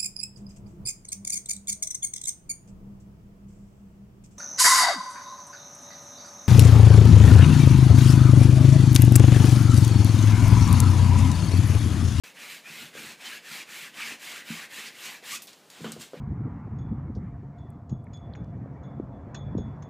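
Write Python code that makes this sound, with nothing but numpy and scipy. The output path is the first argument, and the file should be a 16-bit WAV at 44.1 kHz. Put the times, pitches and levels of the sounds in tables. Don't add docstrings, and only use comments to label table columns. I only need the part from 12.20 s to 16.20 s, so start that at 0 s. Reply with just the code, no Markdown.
import sys
import numpy as np
from scipy import signal
from scipy.fft import rfft, irfft
from scipy.io import wavfile
from scipy.ndimage import uniform_filter1d, map_coordinates

SR = 44100
rng = np.random.default_rng(int(sys.argv[2]) if len(sys.argv) > 2 else 0)


def materialize(psi):
    bounded = np.clip(np.atleast_2d(psi).T, -1, 1)
    quanta = np.round(bounded * 32767).astype(np.int16)
    wavfile.write(sys.argv[1], SR, quanta)


N = 176400
T = np.arange(N) / SR

# start and end in seconds, rasp and hiss levels in dB,
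# then the points of top speed and of hardest pressure as shares of the stroke.
STROKES = [(-.04, 0.133, -49, -54, 0.56, 0.54), (0.131, 0.433, -45, -46, 0.67, 0.38),
           (0.42, 0.728, -45, -46.5, 0.58, 0.42), (0.716, 0.973, -43.5, -47, 0.5, 0.49),
           (0.97, 1.212, -43, -47, 0.6, 0.58), (1.21, 1.451, -41, -45, 0.67, 0.74),
           (1.454, 1.722, -42, -45, 0.44, 0.58), (1.718, 1.976, -38.5, -48, 0.54, 0.63),
           (1.977, 2.243, -40.5, -46.5, 0.3, 0.6), (2.227, 2.481, -41, -45.5, 0.38, 0.69),
           (2.484, 2.737, -42.5, -46, 0.31, 0.44), (2.715, 3.009, -43.5, -45, 0.5, 0.61),
           (3.018, 3.188, -42, -39.5, 0.76, 0.5)]
# frequency in Hz, level in dB.
RASP_SPECTRUM = [(120, -25), (200, -8.5), (350, -11.5), (600, -12.5), (1000, -9), (1350, -6.5),
                 (1700, -1.5), (2300, 1), (2750, -1), (3300, -6.5), (4500, -10.5), (7000, -11.5),
                 (15000, -23)]
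HISS_SPECTRUM = [(300, -29), (1500, -7.5), (3000, 2.5), (4200, 3), (5700, -6), (7500, -1.5), (9500, -6.5),
                 (12500, -5.5), (15500, -9.5)]
# peak time and width in seconds, level in dB, centre in Hz.
DIGS = [(1.066, 0.0093, -42.5, 3760), (1.815, 0.024, -37.5, 2330), (2.32, 0.0088, -39.5, 2240),
        (2.675, 0.014, -44, 4440), (2.86, 0.016, -43.5, 6040), (3.142, 0.031, -39, 6600)]


def rubbing():
    turn_share, flatten = .24, 1.66
    rows = np.array(STROKES)
    starts, lift_off = rows[:, 0], rows[-1, 1]
    pressure = sum(arch(start, end, top) for start, end, _, _, _, top in rows)
    pressure = np.tanh(flatten * pressure) / np.tanh(flatten)
    speed = sum(arch(start, end, top) for start, end, _, _, top, _ in rows)
    stroke = np.searchsorted(starts, T) - 1
    rasp_db, hiss_db = uniform_filter1d(rows[stroke, 2:4].T, size=1500)
    rasp = fibres(RASP_SPECTRUM) * undb(rasp_db) * ((pressure + turn_share) / (1 + turn_share)) ** 2.07
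    hiss = fibres(HISS_SPECTRUM) * undb(hiss_db) * ((speed + turn_share) / (1 + turn_share)) ** 1.92
    digs = sum(undb(db) * bell(at, width) * noise_band(hz, .42 * hz) for at, width, db, hz in DIGS)
    grip_db = .75 * wander(per_second=30)
    touching = uniform_filter1d(1. * (T < lift_off), size=800)
    direct = touching * ((rasp + digs) * undb(grip_db) + hiss * undb(grip_db / 2))
    position = np.cos(np.pi * np.interp(T, np.append(starts, lift_off), np.arange(len(rows) + 1)))
    lag_s = (.911 + .33 * position) / 1000
    return direct + .13 * map_coordinates(direct, [(T - lag_s) * SR], order=3)


def fibres(spectrum, snaps_per_s=26000, flicker_db=2.14):
    snaps = np.sqrt(rng.poisson(snaps_per_s / SR, N)) * noise() * np.exp(.14 * noise())
    _, _, bands = signal.stft(colour(snaps, spectrum), nperseg=512)
    patch = uniform_filter1d(rng.standard_normal(bands.shape), size=3, axis=0)
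    patch = uniform_filter1d(patch, size=6, axis=1)
    return unit(signal.istft(bands * undb(flicker_db * unit(patch)))[1][:N])


# start and length in seconds, first and last pitch in Hz, level in dB.
ZIPS = [(.435, 0.094, 2350, 2600, -45.5), (1.048, 0.04, 3100, 3090, -41.5), (1.1, 0.093, 1620, 1752, -46.5),
        (1.75, 0.067, 1100, 1220, -47.5), (3.085, .085, 1600, 2750, -43.5),
        (3.112, 0.0595, 991, 1450, -45.5), (3.135, 0.049, 2700, 2450, -42.5),
        (3.15, 0.044, 1380, 1480, -58)]


def zips(width_hz=170):
    out = np.zeros(N)
    for start, length, first_hz, last_hz, db in ZIPS:
        pitch = np.interp(T, [start, start + length], [first_hz, last_hz])
        phase = 2 * np.pi * np.cumsum(pitch) / SR
        tone = wander(width_hz) * np.cos(phase) + wander(width_hz) * np.sin(phase)
        out += undb(db) * arch(start, start + length, .43) * tone
    return out


# start in seconds, level in dB, pitch in Hz.
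THUMPS = [(0.498, -49, 159), (.63, -50, 228), (.752, -41.5, 470), (.764, -42, 440), (1.312, -47.5, 183),
          (1.844, -53, 202), (1.919, -42, 265), (2.302, -29.5, 205), (2.858, -61, 197), (3.027, -44.5, 480),
          (3.605, -38.5, 334), (3.613, -38, 175), (3.644, -30, 450), (3.649, -34.5, 193),
          (3.661, -33.5, 397), (3.677, -35, 202), (3.733, -40, 171), (3.763, -37, 427), (3.933, -34.5, 467),
          (3.940, -33, 390), (3.97, -41, 175)]
# frequency in Hz, relative gain in dB.
FLOOR_MODES = [(115, -13), (167, -4), (186, -16), (226, -4), (278, -11.5), (372, -22), (428, -13.5),
               (490, -6), (555, -21)]
# frequency in Hz, level in dB.
KNOCK_SPECTRUM = [(200, -25), (500, 9.5), (1400, -3.5), (2000, -19), (3200, -11.5), (6000, -25),
                  (15000, -65)]


def thumps(rise_cycles=.84, ring_t60_cycles=30):
    blows, knock_level = np.zeros(N), np.zeros(N)
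    highest_hz = max(hz for _, _, hz in THUMPS)
    for start, db, hz in THUMPS:
        cycles = T[:SR // 4] * hz
        age = cycles / rise_cycles
        blow = -undb(db) * (age * np.exp(1 - age)) ** 2 * np.sin(2 * np.pi * cycles)
        i = int(start * SR)
        blows[i:i + len(blow)] += blow[:N - i]
        knock_level += undb(db) * (hz / highest_hz) ** 2 * fade(start, decay_s=.014)
    width_share = np.log(1000) / np.pi / ring_t60_cycles
    ring = sum(undb(db) * resonate(blows, hz, width_share * hz) for hz, db in FLOOR_MODES)
    knock = knock_level * colour(noise(), KNOCK_SPECTRUM)
    return blows + undb(6) * ring + undb(-10.5) * knock


# peak time and width in seconds, level in dB.
SHUFFLES = [(.53, 0.02, -63), (0.634, 0.026, -53), (.83, .065, -52), (3.13, 0.042, -59),
            (3.66, 0.037, -45.5), (3.785, 0.027, -49.5)]
# frequency in Hz, level in dB.
SHUFFLE_SPECTRUM = [(30, -24), (60, -6), (100, -3), (165, 0), (230, 1), (320, -4), (450, -4.5), (650, -22),
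                    (1200, -25), (3000, -38)]


def shuffles():
    power = sum((undb(db) * bell(at, width)) ** 2 for at, width, db in SHUFFLES)
    return np.sqrt(power) * colour(noise(), SHUFFLE_SPECTRUM)


# start in seconds, level in dB, centre in Hz, decay in seconds.
SCUFFS = [(3.643, -42, 1300, 0.041), (3.644, -46, 3050, 0.053)]


def scuffs():
    return sum(undb(db) * fade(start, decay) * noise_band(hz, width_hz=450)
               for start, db, hz, decay in SCUFFS)


# start in seconds, level in dB, centre in Hz, decay in seconds.
TICKS = [(3.22, -42.5, 13000, 0.022), (3.22, -42.5, 5000, 0.0064), (3.272, -41, 7000, 0.0017),
         (3.276, -46.5, 3650, 0.028), (3.331, -47, 4440, 0.0057), (3.501, -39.5, 4700, 0.0032),
         (3.72, -31, 8040, 0.0014), (3.723, -41.5, 4640, 0.014)]


def ticks():
    return sum(undb(db) * fade(start, decay) * noise_band(hz, .7 * hz) for start, db, hz, decay in TICKS)


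# peak time, rise and fall in seconds, level in dB, dullness 0 to 1.
SWISHES = [(3.23, 0.0074, 0.05, -57, 0), (3.3, .02, 0.086, -57, 0.3), (3.515, 0.01, .09, -52.5, 0.02),
           (3.58, 0.037, .07, -51.5, .9), (3.67, 0.065, 0.1, -50, 0.3), (3.819, 0.014, 0.032, -41.5, 0),
           (3.97, 0.019, 0.073, -54, 1)]
# frequency in Hz, level in dB.
SWISH_SPECTRUM = [(200, -25), (1000, -6), (2000, -3.5), (3200, -2), (4500, -1), (5700, -5.5), (7300, -2),
                  (10000, -9.5), (15000, -14)]


def swishes():
    out = np.zeros(N)
    for at, rise, fall, db, dullness in SWISHES:
        bright = fibres(SWISH_SPECTRUM)
        dull = unit(lowpass(fibres(SWISH_SPECTRUM), hz=2760, order=2))
        swell = np.where(T < at, bell(at, rise), fade(at, fall))
        out += undb(db) * swell * (np.sqrt(1 - dullness) * bright + np.sqrt(dullness) * dull)
    return out


def room(direct, t60_s=.32, tail_db=-12.5):
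    tail = lowpass(noise(), hz=6100, order=1) * fade(.005, t60_s / np.log(1000))
    tail /= np.sqrt(np.sum(tail ** 2))
    return direct + undb(tail_db) * signal.fftconvolve(direct, tail)[:N]


# frequency in Hz, level in dB.
AIR_SPECTRUM = [(25, -26), (60, -26), (100, -10), (160, -0.5), (250, -0.5), (370, -3.5), (490, -1.5),
                (650, -4), (1200, -9.5), (4000, -12.5), (8000, -17), (15000, -24)]


def room_air():
    return undb(-57.5) * colour(noise(), AIR_SPECTRUM)


def undb(db):
    return 10 ** (np.asarray(db) / 20)


def unit(x):
    return x / np.sqrt(np.mean(x ** 2) + 1e-20)


def colour(x, spectrum):
    hz, db = np.array(spectrum).T
    bins_hz = np.maximum(np.fft.rfftfreq(N, 1 / SR), 1)
    gain = undb(np.interp(np.log(bins_hz), np.log(hz), db))
    return unit(irfft(rfft(x) * gain, N))


def noise():
    return rng.standard_normal(N)


def noise_band(hz, width_hz):
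    return unit(resonate(noise(), hz, width_hz))


def wander(per_second):
    span = int(SR / per_second)
    return unit(uniform_filter1d(uniform_filter1d(noise(), span), span))


def resonate(x, hz, width_hz):
    return signal.lfilter(*signal.iirpeak(hz, hz / width_hz, fs=SR), x)


def lowpass(x, hz, order):
    return signal.lfilter(*signal.butter(order, hz, fs=SR), x)


def fade(start, decay_s):
    return (T >= start) * np.exp(-np.maximum(T - start, 0) / decay_s)


def bell(at, width_s):
    return np.exp(-((T - at) / width_s) ** 2 / 2)


def arch(start, end, top):
    return np.sin(np.pi * np.interp(T, [start, start + top * (end - start), end], [0, .5, 1]))


def scene():
    sources = rubbing() + zips() + thumps() + shuffles() + scuffs() + ticks() + swishes()
    mono = room(sources) + room_air()
    return np.array([mono, mono])


def record(dry):
    open_s, bass_hz, top_hz = .036, 100, 15450
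    thin = signal.sosfilt(signal.butter(2, bass_hz, "high", fs=SR, output="sos"), dry * (T >= open_s))
    return signal.sosfilt(signal.ellip(10, .2, 70, top_hz, fs=SR, output="sos"), thin)


dry = scene()
out = record(dry)
materialize(out)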